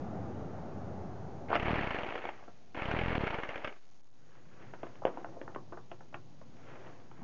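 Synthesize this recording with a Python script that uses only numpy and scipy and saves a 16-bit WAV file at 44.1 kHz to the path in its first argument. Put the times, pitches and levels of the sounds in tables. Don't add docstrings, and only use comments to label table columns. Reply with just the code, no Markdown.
import sys
import numpy as np
from scipy import signal
from scipy.io import wavfile
from scipy.ndimage import uniform_filter1d

SR = 44100
rng = np.random.default_rng(int(sys.argv[2]) if len(sys.argv) > 2 else 0)


def generate_wav(sig):
    pcm = np.round(np.clip(np.atleast_2d(sig).T, -1, 1) * 32767).astype(np.int16)
    wavfile.write(sys.argv[1], SR, pcm)


def makeup_ratio(level_db):
    decades = np.asarray(level_db, float) / 20
    return 10 ** decades


N = 319217

# (trigger pulled [s], released [s], first full blow [s], hammer stalls [s])
TRIGGER = [
    (1.5043, 1.7314, 1.562, 2.3),
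    (2.726, 3.0979, 2.7755, 3.69),
]
# (top speed [blows/s], spin-up [s], coasting [s], drag [blows/s])
MOTOR = [
    (43.574, .0787, .9787, 38.975),
    (46.185, .1151, .6005, 13.773),
]
# (from [s], to [s], start level [dB], end level [dB])
LURCHES = [
    (1.485, 1.555, -48.5, -31),
    (2.746, 2.853, -42, -58.5),
]
# (time [s], peak [dB], brightness [dB])
LOOSE_HITS = [(1.503, -19, -24), (1.515, -16.5, -31.5), (1.528, -11.5, -27.5), (1.548, -28.5, -17),
              (1.554, -10.5, -21.5), (1.561, -18, -9.5), (2.153, -24, -13), (2.24, -26, -38),
              (2.425, -38, -28.5), (2.437, -39.5, -25), (2.479, -35.5, -41.5), (2.749, -53, 2.5),
              (3.725, -38, 1)]
# (time [s], deaf time [ms], jerk [dB])
CHOKES = [
    (1.7089, 2.8, -21),
    (1.7333, 6.3, -19.5),
    (2.940, 6.9, -22.5),
    (3.181, 9, -21),
    (3.237, 0.93, -21),
]
# (frequency [Hz], level [dB], t60 [s])
ANVIL_MODES = [(600, 0, .02), (950, -3, .02), (1340, -2, .02), (1560, -4, .02), (2185, -2, .035),
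               (2880, -6, .02)]
# (frequency [Hz], level [dB], t60 [s])
HUB_MODES = [(365, 0.5, 0.12), (471, 2, 0.056), (630, 8, 0.02), (701, 17, 0.016), (890, -1.5, 0.021),
             (1380, -24, 0.071), (2265, -24, 0.13)]
# (frequency [Hz], density [dB per Hz])
WHIRR_TONE = [(200, -24.5), (350, 2), (470, -11), (600, 3.5), (950, -5), (1330, -6.5), (1700, -5.5),
              (2200, -8.5), (2700, -11.5), (3300, -19), (3650, -27), (4400, -27.5), (7000, -65),
              (9000, -78.5)]
# (time [s], peak [dB], brightness [dB], contact [s])
KNOCKS = [(4.736, -32, -17, 0.0042), (4.831, -28, -23, 0.0048), (4.867, -39.5, -14.5, 0.0037),
          (4.955, -46.5, -17, 0.0013), (5.067, -24, -21.5, 0.012), (5.171, -30, -46, 0.0048),
          (5.245, -28.5, -32, 0.0013), (5.414, -32.5, -22.5, 0.0023), (5.478, -33, -45, 0.0024),
          (5.505, -49, -32.5, 0.0027), (5.547, -36.5, -11, 0.0035), (5.56, -27.5, -34, 0.0015),
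          (5.722, -34, -39, 0.0068), (5.772, -38.5, -44.5, 0.0059), (5.904, -58.5, -14.5, 0.0037),
          (5.915, -34.5, -17, 0.0038), (6.007, -41, -27, 0.0031), (6.126, -48, -36, 0.017),
          (6.142, -31, -16.5, 0.0037), (6.414, -43, -30, 0.0018), (6.567, -50.5, -4.5, 0.0044),
          (6.718, -44.5, -12, 0.0024), (6.755, -43.5, -5, 0.0074), (7.113, -41.5, -22, 0.0035)]
# (time [s], peak [dB], contact [s], top frequency [Hz])
TOUCHES = [
    (5.019, -35, 0.0042, 900),
    (5.035, -40, 0.0019, 1272),
    (5.366, -39.5, 0.0067, 835),
    (7.184, -43, 0.011, 296),
    (7.205, -36.5, 0.0098, 296),
    (7.18, -52, 0.013, 1182),
    (7.208, -43, 0.025, 1133),
]
# (time [s], level [dB], frequency [Hz], t60 [s])
SEATING = [
    (5.0521, -12.3, 540, .009),
]
# (peak [s], scrape level [dB], rise [s], fall [s], dull drag level [dB])
STROKES = [
    (4.371, -64, 0.47, 0.12, -78),
    (4.619, -60, 0.28, 0.23, -71.5),
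    (4.861, -65, 0.14, 0.23, -66),
    (5.181, -62.5, .2, 0.13, -56),
    (5.299, -76, 0.36, 0.36, -58),
    (5.548, -75.5, 0.28, 0.13, -62),
    (6.72, -59, 0.22, 0.13, -67.5),
    (6.869, -62, 0.26, 0.31, -56),
    (7.2, -60.5, 0.11, .1, -67.5),
]
# (frequency [Hz], density [dB per Hz])
RUSTLE_TONE = [(180, -40.5), (300, -3), (480, 5), (534, -7), (1580, -6), (2170, -12), (3200, -19),
               (4050, -32.5), (5000, -43), (6500, -66.5), (11000, -120)]
# (frequency [Hz], t60 [s])
SHOP_DECAY = [(200, 0.2), (1000, 0.16), (3000, 0.09)]
FAR_TONE = [(15, -53), (25, -12), (32, -14), (54, -27.5), (86, 2), (128, -2.5), (200, -1.5), (306, -11),
            (341, -11), (489, -15), (763, -13), (985, -23.5), (1330, -26.5), (2120, -39), (4000, -54.5),
            (5200, -84.5), (8800, -120)]
FAR_LEVEL = [(0, -43.5), (.87, -45.5), (1.5, -48), (2.3, -67), (2.55, -66.5), (2.75, -65), (3.7, -77.5),
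             (3.95, -75.5), (4.15, -75), (4.8, -85)]
# (frequency [Hz], density [dB per Hz])
LATE_TONE = [(15, -34), (25, -16), (33, -41), (115, -2), (273, -14), (386, -18.5), (441, -25), (515, -20),
             (624, -25.5), (687, -22), (1180, -33.5), (1250, -37), (2500, -52), (3250, -68), (5500, -120)]
# (frequency [Hz], level [dB])
WHINE = [(6659, -90)]
# (time [s], offset [steps])
OFFSET_STEPS = [(2.7, -5.6), (3.78, -6.85), (3.96, -6.45), (4.09, -6), (4.2, -5.55)]

FULL_SPEED_PER_S, REBOUND_TURN, CRACK_LEAD_S = 42, .26, .0018
CRACK_DB, CRACK_SPREAD_DB, CRACK_SLOPE_DB, BRIGHT_DB, BRIGHT_SPREAD_DB = -23, 1.5, -1, -10, 4
REBOUND_DB, REBOUND_LOSS_DB = -18, 26
RING_SPREAD_DB, ANVIL_RING_DB, HUB_RING_DB = 2.5, -5, -1.5
JOLT_DB, JOLT_SPREAD_DB = -24.5, 1.2
JOLT_DRIVEN_SLOPE_DB, JOLT_COAST_SLOPE_DB = 24, 36
WHIRR_DB, WHIRR_FADE_DB_PER_S = [-37.5, -40], [83.5, 170]
WHIRR_SLOPE_DB = 15
ENGAGE_DB, ENGAGE_S = -12, 0.036
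RATTLE_DB, RATTLE_S = 3, 0.0077
SHAFT_HZ, SHAFT_WIDTH_HZ, SHAFT_DB = 2183, 30, 2
STROKE_DROP_DB = 20
DRONE_DB, LATE_DB, LATE_DRONE_DB, LAST_DB = -2.5, -59, -66.5, -57
FAR_PATCHY_DB = 1.0
MIC_HZ, MIC_SHELF_DB = 3200, -17.5
RATE_HZ, STEP, LATE_OFFSET_STEPS, CIRCUIT_DB = 16000, 1 / 1024, -5.9, -79.5
FADE_S, LAST_FADE_S = (3.93, 4.75), (6.94, 7.71)


def wrench():
    bursts = [(trigger, *hammer(*trigger, *motor)) for trigger, motor in zip(TRIGGER, MOTOR)]
    cracks = hammer_cracks(bursts)
    return cracks + makeup_ratio(-12) * shop(cracks) + hammer_jolts(bursts) + gears(bursts)


def hammer(pulled_s, released_s, first_s, stall_s, top, spin_up_s, coasting_s, drag):
    t = np.arange(N) / SR
    powered_s = np.clip(t - pulled_s, 0, released_s - pulled_s)
    held = top * (1 - np.exp(-powered_s / spin_up_s))
    coast = np.exp(-np.maximum(t - released_s, 0) / coasting_s)
    speed = np.maximum((held + drag) * coast - drag, 1)
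    turns = np.cumsum(speed * (t >= first_s)) / SR + 1e-9 * t
    whole = np.arange(np.ceil(turns[round(stall_s * SR)]))
    blows = np.interp(whole, turns, t) + first_s * (whole == 0)
    return speed, blows, np.interp(whole + REBOUND_TURN, turns, t)


def hammer_cracks(bursts):
    cracks = np.zeros(N)
    for _, speed, blows, rebounds in bursts:
        for s, back_s in zip(blows, rebounds):
            share = speed[round(s * SR)] / FULL_SPEED_PER_S
            crack_db = CRACK_DB + CRACK_SLOPE_DB * share + CRACK_SPREAD_DB * rng.standard_normal()
            bright_db = BRIGHT_DB + BRIGHT_SPREAD_DB * rng.standard_normal()
            rebound_db = REBOUND_DB - REBOUND_LOSS_DB * share
            for hit_s, db, bright in [(s, crack_db, bright_db), (back_s, rebound_db, BRIGHT_DB)]:
                add(cracks, hit_s - CRACK_LEAD_S, strike(ANVIL_MODES, db - 4.5, bright, 0.0038, ANVIL_RING_DB))
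    for s, db, bright_db in LOOSE_HITS:
        add(cracks, s, strike(HUB_MODES, db - 5.0, bright_db, 0.0035, -4))
    return cracks


def hammer_jolts(bursts):
    jolts, t = np.zeros(N), np.arange(-200, 900) / SR
    jolt = -np.exp(-(t / 0.0012) ** 2) + 0.017 * np.exp(-((t - .005) / 0.0083) ** 2)
    for (_, released_s, _, _), speed, blows, _ in bursts:
        for s in blows:
            if min(abs(s - row[0]) for row in CHOKES) > .005:
                slope_db = JOLT_COAST_SLOPE_DB if s > released_s else JOLT_DRIVEN_SLOPE_DB
                share = speed[round(s * SR)] / FULL_SPEED_PER_S
                db = JOLT_DB + slope_db * np.log10(share) + JOLT_SPREAD_DB * rng.standard_normal()
                add(jolts, s + t[0], makeup_ratio(db) * jolt)
    return jolts


def gears(bursts):
    now = np.arange(N) / SR
    gain = sum(level([(a, a_db), (b, b_db)]) for a, b, a_db, b_db in LURCHES)
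    for (trigger, speed, blows, _), full_db, fade in zip(bursts, WHIRR_DB, WHIRR_FADE_DB_PER_S):
        _, _, first_s, stall_s = trigger
        turning = speed[np.minimum(np.arange(N), round(stall_s * SR))]
        last_blow = np.maximum(np.searchsorted(blows, now + CRACK_LEAD_S) - 1, 0)
        db = full_db + WHIRR_SLOPE_DB * np.log10(turning / FULL_SPEED_PER_S)
        db = db + RATTLE_DB * np.exp(-abs(now - blows[last_blow]) / RATTLE_S)
        db = db + ENGAGE_DB * np.exp(-abs(now - first_s) / ENGAGE_S)
        db = db - fade * np.maximum(now - stall_s, 0)
        gain = gain + (now > first_s) * makeup_ratio(db)
    motor = noise(WHIRR_TONE, 1.6, lo_hz=400, hi_hz=3500, size=256, drive=grit(3000, 1.5, .0015))
    singing = signal.lfilter(*signal.iirpeak(SHAFT_HZ, SHAFT_HZ / SHAFT_WIDTH_HZ, fs=SR), motor)
    return (motor + makeup_ratio(SHAFT_DB) * singing) * gain


def strike(modes, db, bright_db, contact_s, ring_db):
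    t = np.arange(2600) / SR
    chatter = rng.standard_normal(len(t))
    ringing = np.zeros(len(t))
    for hz, mode_db, t60 in modes:
        luck, detune = rng.standard_normal(2)
        decay = makeup_ratio(mode_db + RING_SPREAD_DB * luck - 60 * t / t60)
        ringing += decay * np.sin(2 * np.pi * hz * (1 + .03 * detune) * t)
    fall = np.exp(-t / contact_s) + 0.073 * np.exp(-t / (5 * contact_s))
    contact = chatter * np.minimum(t / 0.00014, 1) * fall
    body = signal.fftconvolve(contact, ringing)[:len(t)]
    bright = band(contact * np.sign(chatter[::-1]), 1150, 3100, order=1)
    clack = band(contact, 190, 1350, order=4) + makeup_ratio(bright_db + 9) * bright
    sound = dull(makeup_ratio(ring_db) * evened(body) + evened(clack))
    return makeup_ratio(db) * sound / abs(sound).max()


def socket():
    x, t = np.zeros(N), np.arange(3000) / SR
    for s, db, bright_db, contact_s in KNOCKS:
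        add(x, s, strike(HUB_MODES, db, bright_db - 1, contact_s, HUB_RING_DB))
    for s, db, contact_s, top_hz in TOUCHES:
        press = rng.standard_normal(len(t)) * t * np.exp(-2 * t / contact_s)
        touch = band(press, top_hz / 2, top_hz, order=3)
        add(x, s, makeup_ratio(db) * touch / abs(touch).max())
    for s, db, hz, t60 in SEATING:
        onset = np.sin(np.pi / 2 * np.minimum(t / .0012, 1))
        snap = -np.sin(2 * np.pi * hz * t) * onset * makeup_ratio(db + 7 - 60 * t / t60)
        add(x, s, band(snap, 130, 6500, order=1))
        add(x, s, strike(HUB_MODES, db - 13, 2, .0014, -4))
    x = band(x, 110, 7000, order=1)
    return x + makeup_ratio(-10.5) * shop(x)


def rustle():
    cloth = noise(RUSTLE_TONE, 1.2, 1200, 3000, size=256, drive=grit(2500, 1.2, 0.003))
    return cloth * strokes(column=1)


def strokes(column):
    t = np.arange(0, N + 50, 50) / SR
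    gain = np.zeros(len(t))
    for row in STROKES:
        peak_s, rise_s, fall_s = row[0], row[2], row[3]
        away = np.maximum((peak_s - t) / rise_s, (t - peak_s) / fall_s)
        gain += makeup_ratio(row[column] - STROKE_DROP_DB * away)
    return np.interp(np.arange(N) / SR, t, gain)


def grit(per_s, spread_db, tail_s):
    sizes = makeup_ratio(spread_db * np.minimum(rng.exponential(1, N), 4)) * (rng.random(N) < per_s / SR)
    return evened(.5 + signal.lfilter([1], [1, -np.exp(-1 / (tail_s * SR))], sizes))


def shop(x):
    taps = np.zeros(SR // 2)
    at = np.arange(300, len(taps) - 20, 20) + rng.integers(0, 20, (len(taps) - 301) // 20)
    taps[at] = rng.choice([-1., 1.], len(at))
    hz, t, z = signal.stft(taps, SR, nperseg=256)
    tail = signal.istft(z * makeup_ratio(-60 * t / read(SHOP_DECAY, hz)[:, None]), SR, nperseg=256)[1]
    return signal.fftconvolve(x, tail / np.linalg.norm(tail))[:N]


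def far_machine(tone, patchy_db):
    x = noise(tone, patchy_db, lo_hz=60, hi_hz=250, size=2048)
    rumble = signal.sosfiltfilt(signal.butter(4, 275, fs=SR, output="sos"), x)
    drone = x - rumble
    return rumble, drone / np.std(band(drone, 300, 1200, order=4))


def dull(x):
    low = signal.sosfilt(signal.butter(8, MIC_HZ, fs=SR, output="sos"), x)
    return low + makeup_ratio(MIC_SHELF_DB) * band(x, 3900, 6000)


def choke(x):
    open_share, jerks, t = np.ones(N), np.zeros(N), np.arange(-80, 500) / SR
    jerk = np.where(t < 0, -np.exp(-(t / 0.0008) ** 2), -(1 - t / 0.00053) * np.exp(-t / 0.0012))
    for s, deaf_ms, db in CHOKES:
        add(open_share, s - .0002, -np.ones(round(deaf_ms * SR / 1000)))
        add(jerks, s + t[0], makeup_ratio(db) * jerk)
    return x * uniform_filter1d(open_share, 20) + jerks


def convert(x, offset_steps, share):
    (hz, db), heard, out = WHINE[0], np.flatnonzero(share > 0), np.zeros(N)
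    whine = np.sqrt(2) * makeup_ratio(db) * np.sin(2 * np.pi * hz * heard / SR)
    hiss = makeup_ratio(CIRCUIT_DB) * rng.standard_normal(len(heard))
    x = (x + offset_steps * STEP)[heard] + whine + hiss
    steps = np.round(signal.resample_poly(x, RATE_HZ, SR, padtype="line") / STEP)
    out[heard] = signal.resample_poly(steps * STEP, SR, RATE_HZ, padtype="line")[:len(heard)]
    return share * out


def noise(tone, patchy_db, lo_hz, hi_hz, size=1024, drive=1):
    overlap = size * 3 // 4
    hz, _, z = signal.stft(drive * rng.standard_normal(N), SR, nperseg=size, noverlap=overlap)
    patches = rng.standard_normal(z.shape)
    patches = evened(uniform_filter1d(uniform_filter1d(patches, 8, 0), 10, 1))
    gain = makeup_ratio(read(tone, hz)[:, None] + patchy_db * patches)
    x = signal.istft(z * gain, nperseg=size, noverlap=overlap)[1][:N]
    return x / np.std(band(x, lo_hz, hi_hz, order=4))


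def band(x, lo_hz, hi_hz, order=2):
    return signal.sosfilt(signal.butter(order, [lo_hz, hi_hz], "bandpass", fs=SR, output="sos"), x)


def evened(x):
    return x / np.sqrt(np.mean(x ** 2) + 1e-20)


def read(points, hz):
    f, value = np.transpose(points)
    return np.interp(np.log(hz + 1), np.log(f + 1), value)


def level(rows):
    s, db = np.transpose(sorted(rows))
    return makeup_ratio(np.interp(np.arange(N) / SR, s, db, -120, -120))


def add(mix, s, sound):
    part = mix[round(s * SR):][:len(sound)]
    part += sound[:len(part)]


def scene():
    t = np.arange(N) / SR
    rumble, drone = far_machine(FAR_TONE, FAR_PATCHY_DB)
    first = wrench() + level(FAR_LEVEL + [(N / SR, -90)]) * (rumble + makeup_ratio(DRONE_DB) * drone)
    rumble, drone = far_machine(LATE_TONE, FAR_PATCHY_DB)
    dragging = (makeup_ratio(LATE_DRONE_DB) + strokes(column=4)) * drone
    second = socket() + rustle() + makeup_ratio(LATE_DB) * rumble + dragging
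    third = makeup_ratio(LAST_DB) * np.roll(rumble + makeup_ratio(LATE_DRONE_DB - LATE_DB) * drone, N // 2)
    into_second, into_third = np.interp(t, FADE_S, [0, 1]), np.interp(t, LAST_FADE_S, [0, 1])
    first = convert(choke(first), np.interp(t, *np.transpose(OFFSET_STEPS)), 1 - into_second)
    second = convert(second, LATE_OFFSET_STEPS, into_second - into_third)
    third = convert(third, LATE_OFFSET_STEPS, into_third)
    return (first + second + third)[None]


def top_cut(x):
    return signal.sosfilt(signal.butter(12, 7540, fs=SR, output="sos"), x)


def record(dry):
    mix = signal.sosfiltfilt(signal.butter(16, 7100, fs=SR, output="sos"), dry)
    return top_cut(mix)


dry = scene()
out = record(dry)
generate_wav(out)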